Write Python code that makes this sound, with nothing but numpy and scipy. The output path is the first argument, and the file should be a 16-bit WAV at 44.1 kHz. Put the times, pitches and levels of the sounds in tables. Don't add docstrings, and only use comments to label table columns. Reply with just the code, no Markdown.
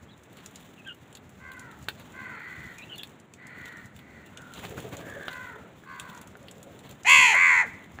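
import sys
import numpy as np
from scipy import signal
from scipy.fft import rfft, irfft
from scipy.io import wavfile
from scipy.ndimage import uniform_filter1d

SR = 44100
rng = np.random.default_rng(int(sys.argv[2]) if len(sys.argv) > 2 else 0)


def pcm_store(signal):
    levels = np.round(np.clip(np.atleast_2d(signal), -1, 1) * 32767)
    wavfile.write(sys.argv[1], SR, levels.astype(np.int16).T)


def magnitude_from_level(level_db):
    exponent = np.asarray(level_db, float) / 20
    return 10 ** exponent


N = 352800

# (frequency [Hz], level [dB])
AIR_SPECTRUM = [(25, -48), (50, -48), (100, 0), (200, 3), (500, -6), (1000, -10.5), (2000, -13.5),
                (4000, -27), (5000, -44.5), (8000, -33.5), (15000, -53)]
# (time [s], level [dB])
BREEZE = [(0.0, -53.5), (1.5, -52.5), (2.3, -47.5), (3.34, -56), (3.7, -52), (4.3, -53), (4.81, -48.5),
          (5.5, -52), (7.0, -53), (7.17, -45), (7.35, -51.5), (8.0, -50.5)]
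# (time [s], level [dB])
SCUFFLE = [(0.0, -79.5), (0.55, -65), (1.2, -76.5), (2.49, -65), (3.08, -65.5), (3.32, -86), (3.65, -64.5),
           (3.83, -69), (3.98, -87), (4.7, -56.5), (5.05, -65), (5.37, -59), (5.7, -75.5), (6.08, -58.5),
           (6.35, -75), (6.75, -68), (7.74, -69), (8.0, -76)]
AIR_DB, AIR_PER_BREEZE, CALM_BREEZE_DB = -54, 0.69, -52.5

# (time [s], length [s], start pitch [Hz], end pitch [Hz], level [dB])
CHIRPS = [(0.081, 0.032, 3200, 3550, -60.5), (0.098, 0.057, 4070, 3520, -66),
          (0.842, 0.026, 2500, 2700, -57.5), (0.768, 0.05, 2840, 2460, -57.5),
          (0.881, 0.042, 3000, 2793, -45), (0.912, 0.018, 3190, 3000, -53), (2.814, 0.035, 3740, 4140, -60),
          (2.852, 0.052, 2700, 2700, -60), (2.932, 0.044, 4280, 4300, -59), (2.973, 0.054, 3445, 3370, -48),
          (2.982, 0.042, 2870, 2700, -54), (4.241, 0.065, 2730, 2770, -63), (2.771, 0.072, 2420, 2450, -51),
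          (2.815, 0.034, 2650, 2635, -50.5), (2.89, 0.0725, 3125, 2750, -46.5)]
# (time [s], length [s], start pitch [Hz], end pitch [Hz], level [dB])
CHURRS = [
    (0.857, 0.047, 3250, 3040, -50.5),
    (0.895, 0.037, 2890, 2795, -60.5),
]
CHIRP_OCTAVE_DB, CHURR_OCTAVE_DB = -15, 5

# (time [s], peak level [dB], ring near 3 kHz [dB])
PECKS = [(0.874, -42, -7), (1.1268, -40.5, -9), (1.1516, -31.5, -8), (1.1704, -37.5, -4), (1.5178, -37, -8),
         (1.7136, -43, -8), (1.8853, -30, 6.5), (1.8861, -24.5, 1.5), (1.997, -40, -8), (2.1216, -44.5, -9),
         (2.958, -36, -7), (3.0327, -25.5, -2.5), (3.0724, -42, -14), (3.3373, -37.5, -8.5),
         (3.6561, -42, -2), (3.9637, -40, -7), (3.9904, -38, -7), (4.2602, -45, -21), (4.373, -32.5, -4.5),
         (4.537, -29.5, -14), (4.622, -39, -11), (4.6513, -42, 5.5), (4.802, -31, -10), (5.232, -45, 0),
         (5.2821, -33, 7.5), (5.3303, -34, -4), (5.9977, -24, -5.5), (6.4833, -40.5, 3), (6.79, -39, -9),
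         (6.8926, -37.5, -9)]
# (time [s], peak level [dB])
CLAWS = [(0.178, -47), (0.37, -39), (0.4603, -30), (0.5575, -32.5), (1.2993, -44), (1.534, -40),
         (1.5943, -33.5), (1.7883, -43.5), (2.783, -32.5), (2.981, -30), (3.093, -44), (3.469, -37.5),
         (4.6937, -35), (4.89, -38), (4.9684, -31), (5.0996, -40), (5.839, -49), (6.1479, -40),
         (6.1754, -40), (6.214, -32), (6.2734, -36), (6.4283, -45), (6.5118, -34), (6.581, -40),
         (6.629, -36), (6.9107, -36), (7.0334, -38), (7.0977, -14), (7.3475, -21), (7.919, -47.5)]
CLAW_RING_DB, STRAY_DB = -21, -44.5
# (time [s], peak level [dB])
KNOCKS = [
    (1.885, -23),
    (4.779, -32.5),
    (5.282, -24.5),
    (5.837, -44),
    (6.354, -38.5),
    (7.988, -30.5),
]
# (frequency [Hz], level [dB], decay t60 [s])
TUB_MODES = [(450, -14.5, 0.26), (862, -2.5, 0.047), (1507, 13, 0.0055), (1720, 9, 0.021)]

# (time [s], level [dB], length [s], brightness [Hz])
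WING_STROKES = [(4.58, -42.5, 0.057, 3520), (4.647, -36.5, 0.031, 2510), (4.71, -46, 0.057, 2420),
                (4.786, -36, 0.025, 1970), (4.855, -46.5, 0.081, 2020), (4.937, -39.5, 0.038, 2020),
                (5.005, -44, 0.051, 2480), (5.082, -44, 0.054, 1980), (6.859, -47, 0.032, 3470),
                (6.906, -49, 0.033, 3480), (7.2, -47, 0.051, 300), (0.383, -50.5, 0.039, 3980),
                (0.577, -55.5, 0.041, 4000), (2.001, -50.5, 0.046, 4000)]

# (resonance [Hz], width [Hz])
THROAT = [(530, 200), (1060, 330), (1590, 300), (2120, 330), (2620, 330), (3280, 380), (4400, 600),
          (7250, 1900), (9800, 1500), (13000, 4000)]
CALM_HZ = 410

# (time [s], length [s], effort [dB], top pitch [Hz], droop [0-1])
CLEAR_CAWS = [
    (1.38, 0.39, -46.5, 528.8, .24),
    (2.12, 0.28, -42, 530.7, 0.25),
    (5.27, 0.31, -41.5, 519, .22),
]
DEEP_CAWS = [
    (5.84, .36, -43.5, 542, .17),
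]
HOARSE_CAWS = [
    (2.17, .6, -44.5, 515.7, 0.1),
    (3.35, .5, -46.5, 502.5, .12),
    (3.94, .3, -54.5, 532, .14),
]
THIN_CAWS = [
    (4.3, .26, -55.5, 495, 0.058),
    (5.0, .29, -45.5, 575, 0.0616),
]
CLEAR_VOICE = 79, .045, .15, .07, -11.5, [-9, 0, 5, 1.5, -11, -19, -22]
DEEP_VOICE = 78, .07, .2, .06, -12, [-8, 7, 3.5, -3, -11, -22, -15]
HOARSE_VOICE = 75, 0.058, 2.414, 0.25, -10.5, [-27, -6, 3, 10.5, -7, -12.5, -13.5]
THIN_VOICE = 70, 0.069, 1.31, 0.093, 1.5, [-30, -3, 11, -11, -22, -11, -26]
FAR_START_DB = -9
# (time [s], length [s], level [dB], pitch [Hz])
CROAKS = [
    (4.67, 0.079, -41.5, 510),
    (4.82, 0.056, -41, 520),
    (4.932, 0.13, -43.5, 507),
    (5.047, 0.067, -45.5, 605),
    (5.13, 0.094, -41.5, 524),
    (5.27, 0.44, -52.5, 545),
    (6.151, 0.86, -54, 560),
]

# (time [s], pitch [Hz], effort [dB])
NEAR_CAW_A = [
    (7.047, 337, -30.5),
    (7.06, 398, -28.5),
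    (7.075, 480, -20),
    (7.1, 538, -16),
    (7.135, 544.3, -16),
    (7.26, 490.7, -18.5),
    (7.33, 429.2, -21.5),
    (7.355, 299.6, -31),
    (7.38, 194, -46),
]
# (time [s], pitch [Hz], effort [dB])
NEAR_CAW_B = [
    (7.32, 450, -36),
    (7.345, 486.8, -20.5),
    (7.41, 548.7, -21),
    (7.46, 539.6, -20),
    (7.52, 503, -20),
    (7.6, 470.5, -21),
    (7.625, 429.7, -25.5),
    (7.65, 272, -39.5),
    (7.67, 196, -41),
]
NEAR_VOICE_A = 76, 0.2, 0.22, 0.31, 1, [-22, -6.5, -18.5, 1.5, 2, -8, -17.5, -15.5, -14.5, -19]
NEAR_VOICE_B = 84, 0.35, 0.22, 0.35, 1.11, [-27.5, -9, -11.5, 3.5, -15.5, -24, -31, -26.5, -29, -32]
NEAR_SWING_A, NEAR_SWING_B = 0.067, 0.091

# (frequency [Hz], gain [dB])
MIC = [(20, 0.5), (4200, 1.5), (5300, -1.5), (6300, 3.5), (7200, 7), (8600, -4.5), (14000, -9),
       (15500, 4.5), (15750, -27), (22050, -24)]


def evened(x):
    return x / np.sqrt(np.mean(x ** 2) + 1e-20)


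def add(mix, start_s, sound):
    part = mix[round(start_s * SR):][:len(sound)]
    part += sound[:len(part)]


def along(rows, t):
    times, *columns = np.transpose(rows)
    return [np.interp(t, times, column) for column in columns]


def colour(x, points):
    n = x.shape[-1]
    hz = np.fft.rfftfreq(n, 1 / SR)
    point_hz, point_db = np.transpose(points)
    gain = magnitude_from_level(np.interp(np.log(hz + 1), np.log(point_hz), point_db))
    return irfft(rfft(x) * gain, n)


def resonate(x, hz, width_hz):
    turn = np.exp(2j * np.pi * np.cumsum(hz * np.ones(len(x))) / SR)
    r = np.exp(-np.pi * width_hz / SR)
    smooth = signal.lfilter([(1 - r) ** 2], [1, -2 * r, r * r], x / turn)
    return 2 * (turn * smooth).real


def drift(n, smooth):
    once = uniform_filter1d(rng.standard_normal(n), int(smooth))
    return evened(uniform_filter1d(once, int(smooth)))


def ground():
    t = np.arange(N) / SR
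    breeze_db = along(BREEZE, t)[0]
    scuffle_db = along(SCUFFLE, t)[0]

    air_db = AIR_DB + AIR_PER_BREEZE * (breeze_db - CALM_BREEZE_DB) + 1.2 * drift(N, 5200)
    air = magnitude_from_level(air_db) * evened(colour(rng.standard_normal(N), AIR_SPECTRUM))

    gusts = rng.standard_normal(N) * magnitude_from_level(5.2 * drift(N, 1340))
    breeze = colour(gusts, [(20, -29), (45, -17), (75, 1.0), (140, -0.5), (260, -7.0), (600, -33.5)])

    grain_db = 2.5 * np.minimum(rng.exponential(1, N), 5) + 3.0 * drift(N, 400)
    hits = rng.choice([-1, 1], N) * (rng.random(N) < 4000 / SR)
    patter = colour(magnitude_from_level(grain_db) * hits,
                    [(700, 9), (2200, 5.0), (3600, 9.5), (4600, -6.5), (7000, -1.5), (15000, 1)])
    return air + magnitude_from_level(breeze_db - 5.5) * evened(breeze) + magnitude_from_level(scuffle_db + 7.0) * evened(patter)


def mynas():
    out = np.zeros(N)
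    calls = [(*c, CHIRP_OCTAVE_DB) for c in CHIRPS] + [(*c, CHURR_OCTAVE_DB) for c in CHURRS]
    for start_s, length_s, start_hz, end_hz, db, octave_db in calls:
        u = np.linspace(0, 1, int(length_s * SR))
        glide_hz = start_hz + (end_hz - start_hz) * u
        phase = 2 * np.pi * np.cumsum(glide_hz * (1 + 0.03 * drift(len(u), 50))) / SR
        burr = magnitude_from_level(4 * drift(len(u), 90))
        tone = burr * np.sin(phase) + magnitude_from_level(octave_db) * np.sin(phase / 2)
        add(out, start_s, magnitude_from_level(db + 4.0) * np.sin(np.pi * u) * tone)
    return out


def beaks_and_claws():
    out = np.zeros(N)
    t = np.arange(1500) / SR
    stray = [(s * N / SR, STRAY_DB + 2.8 * u) for s, u in rng.random((24, 2))]
    for start_s, db, ring_db in PECKS + [(*c, CLAW_RING_DB) for c in CLAWS + stray]:
        decay = magnitude_from_level(-60 * t / 0.026) + 0.053 * magnitude_from_level(-60 * t / 0.033)
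        crack = rng.standard_normal(1500) * decay * np.minimum(t / 0.00018, 1)
        ring = resonate(crack, rng.uniform(3000, 3700), 1900)
        snap = resonate(crack, rng.uniform(7000, 13500), 9000)
        tick = magnitude_from_level(-2.5) * snap / abs(snap).max() + magnitude_from_level(ring_db) * ring / abs(ring).max()
        add(out, start_s, magnitude_from_level(db) * tick)
    for start_s, db in KNOCKS:
        knock = np.zeros(len(t))
        for hz, mode_db, t60_s in TUB_MODES:
            struck_hz = hz * rng.uniform(0.85, 1.04)
            knock += magnitude_from_level(mode_db - 60 * t / t60_s) * np.sin(2 * np.pi * struck_hz * t)
        add(out, start_s, magnitude_from_level(db - 12.5) * knock)
    return out


def wings():
    out = np.zeros(N)
    for s, db, length_s, bright_hz in WING_STROKES:
        n = int(2 * length_s * SR)
        spectrum = [(35, -24), (75, 11), (180, 8), (600, -2), (bright_hz + 400, -8),
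                    (5200, -24), (13000, -17), (16000, -19)]
        puff = colour(rng.standard_normal(n) * magnitude_from_level(2 * drift(n, 90)), spectrum)
        add(out, s - length_s, magnitude_from_level(db - 0.5) * evened(puff) * np.hanning(n) ** 1.2)
    return out


def caw(hz, effort_db, swing, flutter_hz, throb, rough, follow, pipe, throat_db):
    n = len(hz)
    flutter = 2 * np.pi * np.cumsum(flutter_hz * (1 + 0.023 * drift(n, 1200))) / SR
    wave = np.cos(flutter) + 0.3 * np.cos(2 * flutter + 1.2)
    turns = np.cumsum(hz * (1 + swing * wave + 0.05 * rough * drift(n, 40))) / SR
    pulses = np.zeros(n)
    for k in range(1, 25):
        weight = 1 + (k / 15) ** 3 + 3 * (k == 1)
        pulses += np.cos(2 * np.pi * k * turns + 0.45 * k * k) / weight
    breath = magnitude_from_level(1.5 * drift(n, 50)) * np.diff(rng.standard_normal(n + 2), 2)
    drive = evened(pulses) * (1 + throb * np.cos(flutter + 1.7))
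    drive = drive + (0.35 + 0.35 * rough) * evened(breath)

    stretch = hz / 535
    windpipe = (stretch * pipe, 1)
    beak = (stretch ** follow, stretch ** 1.5)
    treble = (stretch ** 0.3, stretch ** 0.6 * np.clip(hz / CALM_HZ, 0, 1) ** 6)
    tuned = [windpipe] * 2 + [beak] * 4 + [treble] * 4
    voice = np.zeros(n)
    for k, db in enumerate(throat_db):
        tuning, gain = tuned[k]
        throat_hz, width_hz = THROAT[k]
        voice += (-1) ** k * magnitude_from_level(db) * gain * resonate(drive, throat_hz * tuning, width_hz)
    return magnitude_from_level(effort_db) * evened(voice)


def far_crows():
    out = np.zeros(N)
    birds = ((CLEAR_CAWS, CLEAR_VOICE), (DEEP_CAWS, DEEP_VOICE),
             (HOARSE_CAWS, HOARSE_VOICE), (THIN_CAWS, THIN_VOICE))
    for caws, (flutter_hz, swing, rough, rise_s, fade_db, throat_db) in birds:
        for start_s, length_s, db, top_hz, droop in caws:
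            t = np.arange(0, length_s, 1 / SR)
            hz = top_hz * (1 - droop * (t / length_s) ** 2.5 - 0.08 * np.exp(-t / 0.03))
            effort_db = db + np.interp(t, [0, rise_s, length_s + rise_s], [FAR_START_DB, 0, fade_db])
            voice = caw(hz, effort_db, swing, flutter_hz, throb=0.6, rough=rough, follow=0.9,
                        pipe=1.11, throat_db=throat_db)
            add(out, start_s, voice * signal.windows.tukey(len(t), 0.2))
    for start_s, length_s, db, hz in CROAKS:
        n = int(length_s * SR)
        lumps = magnitude_from_level(4.5 * drift(n, 400)) * rng.standard_normal(n)
        croak = resonate(lumps, hz * (1 + 0.12 * drift(n, 1800)), 200)
        add(out, start_s, magnitude_from_level(db - 2.5) * evened(croak) * signal.windows.tukey(n, 0.7))
    return out


def near_crows():
    out = np.zeros(N)
    for rows, swing, voice in ((NEAR_CAW_A, NEAR_SWING_A, NEAR_VOICE_A),
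                               (NEAR_CAW_B, NEAR_SWING_B, NEAR_VOICE_B)):
        t = np.arange(rows[0][0], rows[-1][0], 1 / SR)
        hz, effort_db = along(rows, t)
        dying_swing = swing * np.clip(hz / CALM_HZ, 0, 1) ** 4
        add(out, t[0], caw(hz, effort_db, dying_swing, *voice))
    return out


def rooftop(x, t60_s, dull):
    taps = np.zeros(SR)
    at = np.arange(300, SR - 20, 20) + rng.integers(0, 20, (SR - 301) // 20)
    taps[at] = rng.choice([-1.0, 1.0], len(at)) * magnitude_from_level(-60 * at / SR / t60_s)
    taps = signal.lfilter([1], [1, -dull], taps)
    return signal.fftconvolve(x, taps / np.linalg.norm(taps))[:N]


def scene():
    small = mynas() + beaks_and_claws() + wings()
    far = far_crows()
    near = near_crows()
    small_mix = small + magnitude_from_level(-10.5) * rooftop(small, 0.077, 0.048)
    far_mix = magnitude_from_level(-3.0) * far + magnitude_from_level(-5.5) * rooftop(far, 0.56, 0.38)
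    near_mix = near + magnitude_from_level(-13) * rooftop(near, 0.12, 0.2) + magnitude_from_level(-18) * rooftop(near, 0.6, 0.3)
    return (ground() + small_mix + far_mix + near_mix)[None]


def band_limit(x):
    return signal.sosfilt(signal.butter(12, 16830, fs=SR, output="sos"), x)


def record(dry):
    mix = colour(dry, MIC)
    return band_limit(mix)


dry = scene()
out = record(dry)
pcm_store(out)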